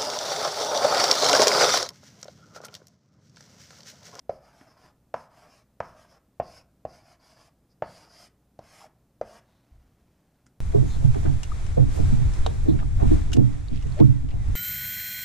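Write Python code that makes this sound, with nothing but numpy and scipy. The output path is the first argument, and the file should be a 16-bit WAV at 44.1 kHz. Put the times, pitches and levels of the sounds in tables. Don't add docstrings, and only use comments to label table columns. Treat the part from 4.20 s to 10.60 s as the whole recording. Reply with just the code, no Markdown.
import sys
import numpy as np
from scipy import signal
from scipy.fft import rfft, irfft, next_fast_len
from scipy.io import wavfile
from scipy.ndimage import map_coordinates

SR = 44100
rng = np.random.default_rng(int(sys.argv[2]) if len(sys.argv) > 2 else 0)


def waveform_to_disk(signal):
    frames = np.transpose(np.atleast_2d(signal))
    scaled = np.clip(frames, -1, 1) * 32767
    samples = np.round(scaled).astype(np.int16)
    wavfile.write(sys.argv[1], SR, samples)


N = 282416


def gain_of(db):
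    return 10 ** (np.asarray(db) / 20)


def evened(x):
    return x / np.sqrt(np.mean(x ** 2) + 1e-20)


def read(points, hz):
    point_hz, value = np.transpose(points)
    return np.interp(np.log(hz + 1), np.log(point_hz + 1), value)


def add(mix, start_s, sound):
    part = mix[round(start_s * SR):][:len(sound)]
    part += sound[:len(part)]


def coloured(x, spectrum):
    size = next_fast_len(len(x))
    gain = gain_of(read(spectrum, np.fft.rfftfreq(size, 1 / SR)))
    return irfft(rfft(x, size) * gain, size)[:len(x)]


def wobble(hz):
    size = next_fast_len(N)
    roll_off = np.exp(-(np.fft.rfftfreq(size, 1 / SR) / hz) ** 2)
    return evened(irfft(rfft(rng.standard_normal(size)) * roll_off, size)[:N])


def resonate(x, hz, width):
    turn = np.exp(2j * np.pi * np.cumsum(hz) / SR)
    r = np.exp(-np.pi * width / SR)
    return 2 * (turn * signal.lfilter([1 - r], [1, -r], x / turn)).real


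def burst(hz, swell):
    t = np.arange(SR // 10) / SR
    envelope = t / swell * np.exp((1 - (t / swell) ** 2) / 2)
    return -envelope * np.sin(2 * np.pi * hz * t)


def crunch(spectrum, rise, decay):
    t = np.arange(SR // 5) / SR
    noise = evened(coloured(rng.standard_normal(len(t)), spectrum))
    return noise * (1 - np.exp(-t / rise)) * np.exp(-t / decay)


def grit(per_s, spread_db):
    size = gain_of(spread_db * np.minimum(rng.exponential(1, N), 4))
    breaks = rng.random(N) < per_s / SR
    return evened(size * rng.standard_normal(N) * breaks)


def rippled(x, delays, share, sway):
    n = np.arange(N)
    reflections = 0
    for delay in delays:
        path = delay * SR * (1 + sway * wobble(hz=4))
        reflections = reflections + map_coordinates(x, [n - path], order=3)
    return x + share * reflections


# frequency in Hz, relative density in dB per Hz.
AIR_SPECTRUM = [(20, -11.5), (45, -7.5), (75, -4.5), (150, -2), (280, -7), (400, -13), (650, -16),
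                (900, -21.5), (1300, -26), (2000, -31), (3200, -34), (8000, -36), (15000, -40)]
# frequency in Hz, relative density in dB per Hz.
CHANNEL_SPECTRUM = [(20, 14.5), (100, -2.5), (400, -5.5), (1200, -3.5), (4000, 1), (15000, 6.5)]


def air(rumble_db=-66.5, channel_db=-81):
    rumble = evened(coloured(rng.standard_normal(N), AIR_SPECTRUM))
    channel_noise = evened(np.array([coloured(rng.standard_normal(N), CHANNEL_SPECTRUM) for _ in range(2)]))
    return gain_of(rumble_db) * rumble + gain_of(channel_db) * channel_noise


# pitch in Hz, mean level in dB.
HUM_TONES = [(59.7, -74), (119.6, -77.5)]


def hum(waver_db=2):
    t = np.arange(N) / SR
    out = np.zeros(N)
    for hz, db in HUM_TONES:
        tone = evened(np.sin(2 * np.pi * (hz * t + rng.random())))
        out += gain_of(db + waver_db * wobble(hz=2)) * tone
    return out


# frequency in Hz, time in s to die by 60 dB apart from the early boost.
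ROOM_DECAY = [(100, 0.87), (300, 0.3), (650, 0.52), (1500, 0.45), (4000, 0.21), (12000, 0.16)]
# frequency in Hz, gain in dB.
ROOM_TONE = [(100, 2.5), (240, 10.5), (330, 4), (620, -7), (980, 2.5), (1600, 4), (4000, 2), (12000, 3)]


def tail(start=.005, early_db=5, early_time=.025):
    slot = SR // 2000
    at = np.arange(round(start * SR), SR - slot, slot)
    train = np.zeros(SR)
    train[at + rng.integers(0, slot, len(at))] = rng.choice([-1, 1], len(at))
    hz, t, bands = signal.stft(train, SR, nperseg=256)
    decay_db = early_db * np.exp(-t / early_time) - 60 * t / read(ROOM_DECAY, hz)[:, None]
    tone_db = read(ROOM_TONE, hz)[:, None]
    out = signal.istft(bands * gain_of(decay_db + tone_db), SR, nperseg=256)[1]
    return out / np.linalg.norm(out)


# mean delay in s, level in dB.
NEAR_ECHOES = [(.0068, -16), (.0092, -18.5), (0.0107, -23.5), (0.0339, -29.5)]


def classroom(x, wet_db=-11, drift=.0005, count=4):
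    n = np.arange(N)
    echoes, wet = np.zeros((2, N))
    for delay, db in NEAR_ECHOES:
        path = (delay + drift * wobble(hz=.8)) * SR
        echoes += gain_of(db) * map_coordinates(x, [n - path], order=3)
    place = np.linspace(0, count - 1, N)
    for k in range(count):
        nearness = np.cos(np.pi / 2 * np.clip(place - k, -1, 1))
        wet += signal.fftconvolve(x * nearness, tail())[:N]
    return x + echoes + gain_of(wet_db) * wet


# start in seconds, level in dB, pitch in Hz.
STEP_THUDS = [(5.517, -44, 57.2), (5.553, -45.5, 59.8), (5.579, -52, 42.6), (5.615, -60.5, 55),
              (5.721, -65, 60.5), (5.818, -57.5, 57.6)]


def thuds(swell=0.0081):
    out = np.zeros(N)
    for start_s, db, hz in STEP_THUDS:
        add(out, start_s, gain_of(db) * burst(hz, swell))
    return out


# start in seconds, crack level in dB, thump level in dB, upper edge in Hz.
SMALL_CLICKS = [(0.4111, -45, -45.5, 3180), (6.261, -60.5, -68, 9000), (6.265, -51.5, -59, 9000)]
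# frequency in Hz, relative density in dB per Hz.
CRACK_SPECTRUM = [(200, 2), (800, -11), (1250, 6), (1800, -5), (2800, -7), (4000, -16), (5500, -4.5),
                  (8000, -7), (11000, -9), (15000, -35)]


def clicks(thump_hz=270):
    out = np.zeros(N)
    for start_s, crack_db, thump_db, edge_hz in SMALL_CLICKS:
        low_pass = signal.butter(4, edge_hz, fs=SR)
        crack = signal.lfilter(*low_pass, crunch(CRACK_SPECTRUM, rise=0.00037, decay=0.0032))
        add(out, start_s, gain_of(crack_db) * crack)
        add(out, start_s, gain_of(thump_db) * burst(thump_hz, swell=0.0032))
    return out


# frequency in Hz, relative density in dB per Hz.
CLOTH_SPECTRUM = [(100, -18), (400, -7), (700, 5), (1300, -2.5), (2100, -5), (2900, -8.5), (3800, -11),
                  (6000, -11.5), (8000, -18.5), (14000, -22.5)]


def shirt(start_s=5.19, rise_s=0.041, hold_s=0.98, fall_s=.15, start_db=-74.5, fade_db_per_s=5, flutter_db=1.0):
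    t = np.maximum(np.arange(N) / SR - start_s, 0)
    swish = np.interp(t, np.cumsum([0, rise_s, hold_s, fall_s]), [0, 1, 1, 0])
    level_db = start_db - fade_db_per_s * t + flutter_db * wobble(hz=24.9)
    return swish * gain_of(level_db) * evened(coloured(grit(per_s=3100, spread_db=0.0), CLOTH_SPECTRUM))


def sleeve(start_s=5.23, length_s=0.25, peak_db=-81.5, centre_hz=3840, width_hz=1200):
    arch = np.sin(np.pi * np.clip((np.arange(N) / SR - start_s) / length_s, 0, 1))
    hz = np.full(N, centre_hz)
    brush = resonate(resonate(rng.standard_normal(N), hz, width_hz), hz, width_hz)
    return gain_of(peak_db) * arch * evened(brush)


# start in seconds, level in dB, pitch in Hz.
STUTTERS = [(3.281, -54, 730), (4.606, -46.5, 865), (4.615, -46, 1050), (4.642, -41.5, 775),
            (4.656, -45, 656), (4.664, -46.5, 656)]


def skips(swell=0.0022):
    out = np.zeros(N)
    for start_s, db, hz in STUTTERS:
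        add(out, start_s, gain_of(db) * burst(hz, swell))
    return out


# start in seconds, level in dB, panel pitch in Hz, hardness in dB on the upper
# modes, weight in dB on the lower modes, level of the tip crunch in dB.
LANDINGS = [(0.0942, -13.5, 607, -20, -1.5, -53), (0.9407, -16, 638, -3, -4.5, -46),
            (1.6031, -16.5, 622, -1, 1.5, -48.5), (2.199, -11.5, 654, -15, 2.5, -55),
            (2.651, -18.5, 640, -19, 5, -55), (3.6217, -14.5, 612, -5, -1, -50.5),
            (4.3903, -30.5, 647, -15, 10.5, -54.5), (5.0126, -15, 588, -16.5, -2, -51.5)]
# multiple of the panel pitch, level in dB, swell time in s.
PANEL_MODES = [(.2, -23, 0.0032), (0.359, -21.5, .002), (1.002, -2, .0022), (1.519, -8.5, 0.0033),
               (1.92, -9.5, .0018), (2.599, -11.5, 0.0014), (3.6, -17, 0.00074), (4.8, -26, 0.00073)]
# frequency in Hz, relative density in dB per Hz.
SHUDDER_SPECTRUM = [(30, -27), (60, -10.5), (125, 4.5), (225, 7.5), (330, -9.5), (600, 4), (1000, 6),
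                    (1600, -8.5), (2200, -10.5), (3000, -16.5), (4000, -36), (7000, -48)]
# frequency in Hz, relative density in dB per Hz.
TIP_SPECTRUM = [(1500, -12), (3200, -1), (4200, 2), (5200, 7), (6500, -0.5), (9500, -12.5), (12000, -13.5),
                (15000, -27)]


def taps(shudder_db=-19, shudder_follow=0.52):
    out = np.zeros(N)
    for start_s, db, hz, hard_db, weight_db, tip_db in LANDINGS:
        for ratio, mode_db, swell in PANEL_MODES:
            upper, lower = np.clip(2 * np.log2([ratio, 1 / ratio]), 0, 1)
            level_db = db + mode_db + upper * hard_db + lower * weight_db
            add(out, start_s, gain_of(level_db) * burst(hz * ratio, swell))
        shudder = crunch(SHUDDER_SPECTRUM, rise=0.00064, decay=0.015)
        add(out, start_s, gain_of(db + shudder_db + shudder_follow * hard_db) * shudder)
        add(out, start_s, gain_of(tip_db) * crunch(TIP_SPECTRUM, rise=0.00013, decay=0.0024))
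    return out


# start in seconds, length in seconds, share of the length at which it is
# fastest, friction hiss in dB, stick ring at mid-length in dB, drag on the panel in dB, stick pitch at the
# start in Hz, stick pitch at the end in Hz. The three levels are for full speed.
HAND_SWEEPS = [ (0.087, 0.13, 0.14, -75.5, -70, -66.5, 5000, 5080),
               (0.197, 0.16, 0.45, -74, -74, -64.5, 5190, 4930),
               (0.321, 0.18, 0.4, -70, -73, -63.5, 5310, 5350),
               (0.46, 0.13, 0.42, -80.5, -71, -66.5, 5175, 5190),
               (0.551, 0.17, 0.62, -71.5, -69, -61.5, 4900, 5100),
               (0.938, 0.15, 0.24, -69.5, -68.5, -62.5, 5210, 5140),
               (1.09, 0.22, 0.57, -69.5, -73.5, -60.5, 5010, 4854),
               (1.259, 0.18, 0.5, -69, -68.5, -65.5, 5270, 5260),
               (1.609, 0.2, 0.26, -73.5, -72, -61, 5210, 5250), (1.747, .13, .5, -68, -76, -61, 5300, 5385),
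               (1.858, 0.13, .45, -73, -68, -63, 5200, 5320),
               (2.211, 0.22, 0.68, -65, -59, -61, 4880, 5280),
               (2.662, 0.18, 0.55, -69.5, -65, -63.5, 4930, 5080),
               (2.818, .15, 0.66, -70, -67.5, -63.5, 5210, 4890),
               (2.989, 0.17, 0.7, -68, -65, -63.5, 4904, 5010),
               (3.112, 0.19, 0.7, -68.5, -68.5, -65, 5050, 4980),
               (3.487, 0.056, .45, -93.5, -76.5, -93, 5015, 4880),
               (3.623, 0.28, 0.51, -64, -62, -60.5, 4550, 5080),
               (3.869, 0.22, 0.82, -62, -58, -62.5, 4930, 5025),
               (4.399, 0.28, 0.78, -61.5, -67, -59.5, 5260, 5250),
               (5.014, .19, 0.85, -64.5, -67.5, -58, 5060, 5190)]


def sweeps(contact_s=0.0075, ring_fade_db=-6, ring_follow=.8, drag_follow=.35):
    hiss, ring, drag, pitch, weight = np.zeros((5, N))
    for start_s, length, fastest, hiss_db, ring_db, drag_db, first_hz, last_hz in HAND_SWEEPS:
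        t = np.arange(0, length, 1 / SR)
        progress = t / length
        speed = abs(np.sin(np.pi * np.interp(progress, [0, fastest, 1], [0, .5, 1])))
        touch = np.minimum(np.minimum(t, length - t) / contact_s, 1)
        faded_ring_db = ring_db + ring_fade_db * (progress - .5)
        add(hiss, start_s, (touch * gain_of(hiss_db) * speed) ** 2)
        add(ring, start_s, (touch * gain_of(faded_ring_db) * speed ** ring_follow) ** 2)
        add(drag, start_s, (touch * gain_of(drag_db) * speed ** drag_follow) ** 2)
        add(pitch, start_s, speed * (first_hz + (last_hz - first_hz) * progress))
        add(weight, start_s, speed)
    down = np.flatnonzero(weight)
    stick_hz = np.interp(np.arange(N), down, pitch[down] / weight[down])
    return np.sqrt(hiss), np.sqrt(ring), np.sqrt(drag), stick_hz


# multiple of the stick pitch, width in Hz of each of two resonances
# in series, level in dB.
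STICK_MODES = [(1.001, 780, 2), (1.139, 1003, -9.5), (2.02, 2260, -15)]


def stick(hz):
    grains = grit(per_s=20000, spread_db=-1.0)
    out = np.zeros(N)
    for ratio, width, db in STICK_MODES:
        mode = resonate(resonate(grains, ratio * hz, width), ratio * hz, width)
        out += gain_of(db) * evened(mode)
    return evened(out)


# frequency in Hz, relative density in dB per Hz.
HISS_SPECTRUM = [(1000, -16), (2300, 9), (3000, 5.5), (3800, -0.5), (5000, 5), (6000, 5), (7500, -2),
                 (8800, -5.5), (10000, -3.5), (12000, -10.5), (13500, -16.5), (15000, -24)]
# frequency in Hz, relative density in dB per Hz.
FIZZ_SPECTRUM = [(3000, -26.5), (6500, -4.5), (8500, 1), (11800, -4), (13300, -11.5), (15000, -22.5)]
# frequency in Hz, relative density in dB per Hz.
DRAG_SPECTRUM = [(30, -30), (150, -1.5), (380, -6.5), (520, -5), (650, 5), (850, -0.5), (1150, -3),
                 (1700, -7), (2200, -17), (3500, -22.5), (6000, -32.5)]


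def strokes(usual_db=-74, judder_db=0.27, pressure_db=1.5, fizz_db=-13, fizz_follow=1.45, wander_hz=69.8):
    hiss_gain, ring_gain, drag_gain, stick_hz = sweeps()
    hiss = hiss_gain * evened(coloured(grit(per_s=24000, spread_db=2.5), HISS_SPECTRUM))
    ring = ring_gain * stick(stick_hz + wander_hz * wobble(hz=60))
    fizz_gain = gain_of(usual_db + fizz_db) * (hiss_gain / gain_of(usual_db)) ** fizz_follow
    fizz = fizz_gain * evened(coloured(rng.standard_normal(N), FIZZ_SPECTRUM))
    panel = drag_gain * evened(coloured(grit(per_s=2500, spread_db=0), DRAG_SPECTRUM))
    tip = rippled(hiss + fizz, (.0005, .0009, .0016, .0027), share=.36, sway=0.1502)
    panel = rippled(panel, (.0016, .0031), share=0.38, sway=0.2025)
    pressure = gain_of(pressure_db * wobble(hz=25))
    judder = gain_of(judder_db * wobble(hz=69.7))
    return (tip + (ring + panel) * pressure) * judder


def scene():
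    movements = thuds() + clicks() + shirt() + sleeve()
    writing = skips() + taps() + strokes()
    return air() + hum() + classroom(movements + writing)


def record(dry, edge_hz=15250):
    low_pass = signal.firwin(511, edge_hz, window=("kaiser", 9), fs=SR)
    return signal.oaconvolve(dry, low_pass[None], "same")


dry = scene()
out = record(dry)
waveform_to_disk(out)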